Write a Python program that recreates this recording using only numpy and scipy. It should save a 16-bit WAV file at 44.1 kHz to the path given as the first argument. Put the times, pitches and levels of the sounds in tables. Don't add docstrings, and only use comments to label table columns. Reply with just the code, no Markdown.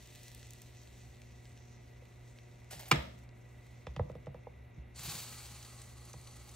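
import sys
import numpy as np
from scipy import signal
from scipy.fft import rfft, irfft, next_fast_len
from scipy.io import wavfile
from scipy.ndimage import uniform_filter1d

SR = 44100
rng = np.random.default_rng(int(sys.argv[2]) if len(sys.argv) > 2 else 0)


def makeup_ratio(level_db):
    decades = np.asarray(level_db, float) / 20
    return 10 ** decades


def inscribe(sig):
    pcm = np.round(np.clip(np.atleast_2d(sig).T, -1, 1) * 32767)
    wavfile.write(sys.argv[1], SR, pcm.astype(np.int16))


N = 288855
SIZE = next_fast_len(N + SR)
HZ = np.maximum(np.fft.rfftfreq(SIZE, 1 / SR), 1)

# pitch in Hz, level in dB per Hz.
SLIDE_TONE = [(240, -32.5), (400, -9), (470, -8.5), (503, -24), (538, -5), (806, -1), (1100, -21.5),
              (1990, -10.5), (10000, -19), (13000, -61), (22000, -120)]
# start in seconds, body in dB, mesh in dB, time to die by 60 dB in s.
SIEVE_CATCHES = [
    (2.709, -45, -52, 0.19),
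    (2.748, -51.5, -66, 0.28),
    (2.794, -46.5, -52.5, 0.055),
    (2.808, -55, -46, .03),
    (2.857, -50, -66, 0.07),
    (2.881, -53, -47, 0.099),
]
# time in seconds, peak in dB.
CLACK = [
    (2.9112, -39),
    (2.9134, -16),
    (2.9148, -24),
    (2.9172, -28),
    (2.9222, -28),
    (2.958, -40),
]
# pitch in Hz, level in dB.
SIEVE_WIRE = [(710, -2), (785, -3.5), (1035, 1), (1230, 5.5), (1365, -3), (1590, -4), (1695, 0),
              (2265, 2.5), (2395, 9), (2860, 3), (3425, -2.5), (5250, -1.5), (6500, -21), (7450, -16)]
# pitch in Hz, level in dB, time to die by 60 dB in seconds.
SIEVE_BOWL = [(329.5, -17, 0.24), (502, -34, 0.093)]
# pitch in Hz, level in dB per Hz.
WALL_CRACK = [(150, -6.5), (300, 2), (600, 4.5), (1200, -3), (2800, -1), (4200, -13), (7000, -20.5),
              (15500, -49)]
# time in seconds, force in dB, then rim, fingernail and weight on the counter,
# each in dB over the force.
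KNOCKS = [(2.02, -54.5, -24, -16, -12), (3.868, -41, -6.5, -8.5, -3.5), (3.963, -47, -1, -2.5, 11),
          (3.994, -28.5, -7, -34.5, -6), (4.097, -40, -15.5, -30, -1), (4.152, -45, -14.5, -19, 3),
          (4.268, -39, -14, -24, 2), (4.344, -42.5, -14.5, -24, -3), (4.468, -44, -4, -63, -12),
          (6.138, -52.5, -1.5, -18, 6)]
# pitch in Hz, level in dB, time to die by 60 dB in seconds.
LID_SHELL = [(390, -13.5, 0.016), (490, 3, 0.035), (619, -3, 0.032)]
# pitch in Hz, level in dB, time to die by 60 dB in seconds.
LID_RIM = [(798, -2, 0.032), (967, -4, 0.027)]
# pitch in Hz, level in dB, time to die by 60 dB in seconds.
LID_HINGE = [(1260, 0.5, 0.0093), (1670, -9, 0.021), (1990, 0.5, 0.0095)]
# time in seconds, worktop in dB, deep rocking in dB.
THUDS = [(2.749, -51, -61), (2.916, -25.5, -39), (2.949, -30.5, -39), (4.0, -48, -39.5), (4.042, -42, -49),
         (4.77, -46, -51), (4.986, -53, -68), (5.032, -58, -44), (5.07, -43, -44), (5.143, -46.5, -55),
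         (6.147, -52, -56)]
# pitch in Hz, level in dB, time to die by 60 dB in seconds.
WORKTOP = [(138, 9.5, 0.14), (197.4, -2, 0.12), (239, -12.5, 0.09), (326.5, -8, 0.11), (415, -19, 0.053)]
# pitch in Hz, level in dB, time to die by 60 dB in seconds.
IRON_ROCKING = [(65, -1, 0.22), (84.7, -1.5, 0.052)]
# time in seconds, level in dB.
STEAM_PRESSURE = [(4.935, -85), (4.958, -62), (4.995, -53), (5.09, -47.5), (5.165, -47.5), (5.2, -50.5),
                  (5.45, -56), (5.95, -66), (6.55, -64.5)]
# pitch in Hz, level in dB per Hz.
STEAM_TONE = [(1060, -107), (1800, -44), (2230, -6), (3320, -1.5), (4460, 5.5), (5130, -0.5), (6550, 1),
              (7050, 3), (10500, -5), (13600, -39), (22000, -120)]
# pitch in Hz, width in Hz, level in dB.
PLATES = [(827, 26, 12.5), (1100, 92, 6.5), (1267, 89, 6.5), (1970, 55, -3), (4080, 34, 7), (4460, 60, 2),
          (6100, 160, 4), (6900, 26, 3), (8120, 240, 3.5), (11170, 140, 2.5)]
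# time in seconds, peak in dB, whistle pitch in Hz.
SPURTS = [(4.958, -49, 7400), (4.991, -39, 7240), (5.032, -41, 12400), (5.092, -33.5, 4570),
          (5.151, -33, 4460), (5.624, -44, 6130), (5.647, -42.5, 4450), (5.815, -42.5, 8000),
          (6.05, -52, 11100), (6.129, -42.5, 6260), (6.21, -50.5, 8800), (6.27, -44.5, 4300),
          (6.49, -46, 6200)]
# time in seconds, level in dB.
FRYING = [
    [(0.0, -63.5), (0.31, -62.5), (0.43, -63.5), (0.54, -65), (0.81, -67.5), (2.04, -73.5), (2.68, -73.5)],
    [(3.2, -72), (3.268, -80), (3.51, -75.5), (3.744, -72), (4.184, -78.5), (4.49, -81.5), (4.95, -83.5)],
]
# pitch in Hz, level in dB per Hz.
SIZZLE_TONE = [(880, -61), (1500, -45), (1730, 0), (1840, -6.5), (2000, 3), (2130, -22), (2510, 0.5),
               (2950, -3.5), (4140, -2.5), (5090, -8), (5740, -2), (6620, -4.5), (8330, -9.5), (10000, -28),
               (13000, -37), (22000, -120)]
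# time in seconds, peak in dB, brightness in dB over the peak.
POPS = [(0.0732, -51, -13), (0.151, -47, -17), (0.157, -44, -19), (0.2325, -50, -11), (0.2813, -43, -15.5),
        (0.3162, -48, -18), (0.3483, -47.5, -9), (0.3775, -53, -17), (0.4293, -41, -31), (0.4697, -50, -18),
        (0.5065, -45.5, -12), (0.5342, -49.5, -9), (0.618, -46, -11), (0.7701, -48, -30), (0.874, -47, -27),
        (1.2182, -45, -34), (1.4544, -42.5, -41), (1.5753, -45.5, -37), (2.0542, -52.5, -22),
        (2.387, -42.5, -54), (2.5143, -56, -27), (2.6446, -52, -26), (3.1887, -65, -6), (3.2377, -68, -6),
        (3.2909, -46.5, -48), (3.6674, -56, -22), (4.117, -53, -30), (4.2602, -53, -30)]
# pitch in Hz, level in dB rms.
HUM = [(120, -58), (240, -74), (360, -75.5), (600, -81), (720, -80.5), (960, -86.5)]
# pitch in Hz, width in Hz, level in dB rms.
FRIDGE_DRONE = [(65, 2.8, -64.5), (1959, 32, -77)]
# pitch in Hz, level in dB per Hz.
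ROOM_RUMBLE = [(15, -46), (25, -7), (122, -5), (145, -15), (173, -12.5), (244, -14.5), (312, -18.5),
               (358, -17), (434, -16), (593, -18.5), (659, -21.5), (719, -20.5), (885, -25), (1600, -32),
               (2080, -52), (3520, -120)]
# pitch in Hz, likeness (1 is the same).
AIR_LIKENESS = [(60, 1), (130, 0.77), (290, 0.63), (640, -1), (1410, 0.48), (3100, 1.07), (6820, 0.5),
                (15000, -5)]
# pitch in Hz, level in dB per Hz.
FAR_FAN = [(820, -22), (1400, -24), (1730, -17), (1880, -19.5), (2080, -5.5), (2520, -11.5), (2790, -12.5),
           (3030, -22), (3740, -17.5), (4920, -38), (8600, -36), (9420, -38.5), (15800, -48)]
# pitch in Hz, time to die by 60 dB in seconds.
KITCHEN_ECHO = [(125, 0.22), (250, 0.65), (500, 0.5), (1000, 0.43), (2000, 0.41), (4000, 0.42),
                (8000, 0.29), (14000, 0.48)]
# pitch in Hz, side minus mid in dB.
PORTS_RIGHT = [(60, -28), (110, -35), (200, -12), (380, -11.5), (700, 2), (1290, -3.5), (2380, -6),
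               (4400, -2), (8120, -2.5), (15000, 0)]
# pitch in Hz, side minus mid in dB.
PORTS_FRONT = [(60, -23.5), (110, -50), (200, -19.5), (380, -23), (700, -10.5), (1290, -21), (2380, -17),
               (4400, -8), (8120, -2), (15000, 0)]
# pitch in Hz, phase in radians.
PORT_TURN = [(100, 3.4), (400, 2), (700, 2.2), (1300, 1.94), (2400, 1.57), (4400, 1.46), (15000, 1.63)]


def sieve():
    start_s, attack_s, end_s = 2.702, 0.0039, 3.03
    slide_db, mesh_db = -53.5, -70.5
    body, mesh = gains([(start_s, slide_db - 27, mesh_db - 6),
                        (start_s + attack_s, slide_db, mesh_db),
                        (end_s, slide_db - 13.5, mesh_db)])
    grit = grains(4000 * makeup_ratio(10.0 * drift(30)), 3.4)
    slide = body * rms_one(shaped(grit, makeup_ratio(at_hz(SLIDE_TONE))))
    slide += mesh * rms_one(band(grit, 11300, 15000))
    for s, body_db, catch_mesh_db, t60 in SIEVE_CATCHES:
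        slide += band(puffs([s], [body_db], t60), 600, 9000)
        slide += band(puffs([s], [catch_mesh_db], t60), 8900, 17000)

    s, db = np.transpose(CLACK)
    blow_s, blow_db = s[1:2], db[1:2]
    wire_t60_s = 0.03
    wire_modes = [(hz, level_db, wire_t60_s) for hz, level_db in SIEVE_WIRE]
    wire = struck(wire_modes, s, db - 9.0, scatter_db=3.0)
    crack = band(puffs(s, db - 3.5, 0.033), 920, 4860)
    crack += band(puffs(s, db - 15, 0.014), 3600, 16000)
    bowl = band(puffs(s + 0.0013, db - 3, 0.16), 250, 450)
    bowl += struck(SIEVE_BOWL, blow_s + 0.0048, blow_db, 0)
    wall_blow = shaped(clicks(blow_s + 0.0045, blow_db), makeup_ratio(at_hz(WALL_CRACK)))
    return slide + wire + crack + bowl, wall_blow


def lid():
    s, db, rim_db, nail_db, _ = np.transpose(KNOCKS)
    hinge_db = db + 11.5 + rim_db + 0.33 * (nail_db - rim_db)
    shell = struck(LID_SHELL, s, db + 0.5, 1.5)
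    shell += struck(LID_RIM, s, db + rim_db + 7, 0.89)
    shell += struck(LID_HINGE, s, hinge_db, 0.52)
    carried = through_counter(band(shell, 250, 1580), path=0.5)
    rattle = band(puffs(s + 0.0054, db + 3.0, 0.073), 440, 820)
    nail = puffs(s, db + nail_db + 12, 0.036)
    nail_click = band(nail, 2200, 3800) + makeup_ratio(-10) * band(nail, 3800, 5700)
    return carried + rattle + nail_click


def counter():
    knock_thuds = []
    for s, force_db, _, _, weight_db in KNOCKS:
        press_db = force_db + weight_db
        knock_thuds.append((s, press_db - 2, press_db + 0.5))
    s, top_db, deep_db = np.transpose(THUDS + knock_thuds)
    boom = struck(WORKTOP, s, top_db - 6.5, scatter_db=0.5)
    boom += struck(IRON_ROCKING, s, deep_db, scatter_db=6.5)
    return through_counter(band(boom, 68, 1400))


def steam():
    hiss, = gains(STEAM_PRESSURE)
    pressure = hiss / makeup_ratio(-52)
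    since_press = np.arange(N) / SR - STEAM_PRESSURE[0][0]
    ring = makeup_ratio(np.interp(since_press, [0, 0.7], [-24, -8]))
    sputter = grains(2500 * makeup_ratio(4.5 * drift(25)), 2.43)
    smooth_hiss = 1.1 * rng.standard_normal(N)
    jet = in_front(rms_one(sputter + smooth_hiss), diffuse_db=-3)
    jet = jet * makeup_ratio(1.0 * drift(30))

    plates = 0
    for hz, width, db in PLATES:
        resonance = 1 / (1 + (2 * (HZ - hz) / width) ** 2)
        plates = plates + makeup_ratio(db + 2.7 * drift(5)) * shaped(jet, resonance)
    plates = rms_one(plates) * ring * makeup_ratio(1.9 * drift(8))
    rush = rms_one(shaped(jet, makeup_ratio(at_hz(STEAM_TONE))))
    main = makeup_ratio(3.0) * hiss * (rush + plates)
    shudder = makeup_ratio(-62.5) * pressure ** 1.8 * rms_one(band(band(jet, 88, 180), 88, 184))
    gurgle = makeup_ratio(-57) * pressure ** 0.99 * rms_one(band(jet, 310, 3430))
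    fine = makeup_ratio(-54 + 1.4 * drift(12)) * pressure ** 1.3 * rms_one(band(jet, 10700, 19000))
    return main + shudder + gurgle + fine + spurts()


def spurts():
    burst_t60_s, whistle_t60_s, attack_s = 0.039, 0.03, 0.003
    width = 0.076
    s, db, _ = np.transpose(SPURTS)
    out = band(puffs(s, db - 4, burst_t60_s, attack_s), 1700, 8800)
    for s, db, hz in SPURTS:
        breath = puffs([s], [db + 5], whistle_t60_s, attack_s)
        out += band(breath, hz * (1 - width), hz * (1 + width))
    return ports(out, PORTS_FRONT)


def frying():
    sizzle, = gains(np.concatenate(FRYING))
    vigour = sizzle / makeup_ratio(-64)
    spit = makeup_ratio(-73.5) * vigour ** 1.8 + makeup_ratio(-81) * vigour ** 0.28
    fizz = in_front(grains(3500 * makeup_ratio(2.0 * drift(25)), 2.5), diffuse_db=-0.5)
    body = rms_one(shaped(fizz, makeup_ratio(at_hz(SIZZLE_TONE))))
    upper = shaped(body, 1 / (1 + (5090 / HZ) ** 12))
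    top = shaped(body, 1 / (1 + (7240 / HZ) ** 12))
    patch_db = 2.5
    upper_patches = (upper - top) * makeup_ratio(patch_db * drift(6))
    top_patches = top * makeup_ratio(1.5 + patch_db * drift(4)) * (vigour * makeup_ratio(5)) ** 0.38
    body = body - upper + upper_patches + top_patches
    fine = rms_one(band(band(fizz, 6300, 19000), 5800, 26000)) * makeup_ratio(1.7 * drift(15))
    return makeup_ratio(2) * sizzle * body + spit * fine + ports(pops(POPS), PORTS_FRONT)


def pops(rows):
    s, peak_db, bright_db = np.transpose(rows)
    t60_s = 0.011
    low = band(puffs(s, peak_db, t60_s), 1760, 4400)
    middle = band(puffs(s, peak_db + 0.57 * bright_db + 11, t60_s), 5100, 8100)
    high = band(puffs(s, peak_db + bright_db + 10.5, t60_s), 7500, 16000)
    return low + middle + high


def fridge():
    t = np.arange(N) / SR
    hum = np.zeros(N)
    for hz, db in HUM:
        hum += makeup_ratio(db + 4 + 1.0 * drift(4)) * np.sin(2 * np.pi * hz * t + rng.uniform(0, 4.9))
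    hum = hum * makeup_ratio(np.array([[-0.3], [0.3]]))
    air = spread(rng.standard_normal(N), AIR_LIKENESS)
    drone = 0
    for hz, width, db in FRIDGE_DRONE:
        drone = drone + makeup_ratio(db) * rms_one(shaped(air, 1 / (1 + ((HZ - hz) / width) ** 2)))
    rumble = rms_one(shaped(air, makeup_ratio(at_hz(ROOM_RUMBLE))))
    fan = rms_one(shaped(air, makeup_ratio(at_hz(FAR_FAN)))) * makeup_ratio(0.27 * drift(0.4))
    return hum + drone + makeup_ratio(-60) * rumble + makeup_ratio(-72) * fan


def kitchen(x):
    t = np.arange(SR) / SR
    white = rng.standard_normal((2, SR)) * np.clip((t - 0.003) / 0.0021, 0, 1)
    tail = 0
    for hz, t60 in KITCHEN_ECHO:
        tail = tail + band(white, hz / np.sqrt(2), hz * np.sqrt(2)) * makeup_ratio(-60 * t / t60)
    mono_bass = band(tail.mean(axis=0), 40, 340)
    return shaped(x, rfft(band(tail, 404, 18000) + mono_bass, SIZE))


def through_counter(x, path=1):
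    travel_s = 0.01229
    lead = travel_s * np.sqrt(100 / 3000)
    turns = path * (2 * travel_s * np.sqrt(100 * HZ) - lead * HZ)
    return shaped(x, np.exp(-2j * np.pi * turns))


def ports(x, side_db):
    side = shaped(x, makeup_ratio(at_hz(side_db)) * np.exp(1j * at_hz(PORT_TURN)))
    return x + side * [[1], [-1]]


def in_front(x, diffuse_db):
    scattered = band(rng.standard_normal((2, N)), 4700, 21000)
    return ports(x, PORTS_FRONT) + makeup_ratio(diffuse_db) * scattered


def spread(mid, likeness):
    alike = np.clip(at_hz(likeness), 0, 1)
    side = shaped(rng.standard_normal(N), np.sqrt(1 - alike))
    return shaped(mid, np.sqrt(1 + alike)) + side * [[1], [-1]]


def struck(modes, seconds, db, scatter_db):
    out = np.zeros(N)
    luck = rng.standard_normal((len(seconds), len(modes)))
    for k, (hz, level_db, t60) in enumerate(modes):
        r = makeup_ratio(-60 / (t60 * SR))
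        w = 2 * np.pi * hz / SR
        blows = clicks(seconds, np.add(db, level_db + scatter_db * luck[:, k]))
        ringing = signal.lfilter([0, np.sin(w)], [1, -2 * r * np.cos(w), r * r], blows + 1e-18)
        out += (-1) ** k * ringing
    return out


def puffs(seconds, db, t60, attack_s=0):
    decay = makeup_ratio(-60 / (t60 * SR))
    envelope = signal.lfilter([1], [1, -decay], clicks(seconds, db) + 1e-18)
    rise = int(attack_s * SR) + 1
    return signal.lfilter(np.ones(rise) / rise, [1], envelope) * rng.standard_normal(N)


def clicks(seconds, db):
    out = np.zeros(N)
    np.add.at(out, (np.asarray(seconds) * SR).astype(int), makeup_ratio(np.asarray(db)))
    return out


def grains(per_s, spread_db):
    sizes = makeup_ratio(spread_db * np.minimum(rng.exponential(1, N), 5)) * rng.choice([-1, 1], N)
    return rms_one(sizes * (rng.random(N) < per_s / SR))


def drift(rate):
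    steps = rng.standard_normal(int(N / SR * 60) + 2)
    smooth = uniform_filter1d(steps, size=max(int(30 / rate), 1))
    return np.interp(np.arange(N) / SR * 60, np.arange(len(steps)), rms_one(smooth))


def gains(rows):
    s, *columns = np.transpose(rows)
    t = np.arange(N) / SR
    return [makeup_ratio(np.interp(t, s, c, left=-150, right=-150)) for c in columns]


def at_hz(points):
    hz, values = np.array(points).T
    return np.interp(np.log(HZ), np.log(hz), values)


def shaped(x, response):
    return irfft(rfft(x, SIZE) * response, SIZE)[..., :N]


def band(x, low_hz, high_hz):
    sos = signal.butter(2, [low_hz, min(high_hz, 0.45 * SR)], "band", fs=SR, output="sos")
    return signal.sosfilt(sos, x + 1e-18)


def rms_one(x):
    return x / np.sqrt(np.mean(x ** 2) + 1e-20)


def scene():
    clatter, wall_blow = sieve()
    shell = lid()
    boom = counter()
    room = kitchen(makeup_ratio(-40.5) * clatter + makeup_ratio(1.0) * wall_blow + makeup_ratio(-35) * shell + makeup_ratio(-41.0) * boom)
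    right = ports(clatter + boom, PORTS_RIGHT)
    hand = ports(shell, PORTS_FRONT) * makeup_ratio(np.array([[-0.8], [0.8]]))
    return right + hand + room + steam() + frying() + fridge()


def top_cut(x):
    return signal.sosfilt(signal.butter(12, 16650, fs=SR, output="sos"), x)


def record(dry):
    bass_cut = signal.butter(4, 42, "high", fs=SR, output="sos")
    top_edge = signal.cheby2(20, 50, 15750 * 1.015, fs=SR, output="sos")
    mix = signal.sosfilt(top_edge, signal.sosfilt(bass_cut, dry))
    return top_cut(mix)


dry = scene()
out = record(dry)
inscribe(out)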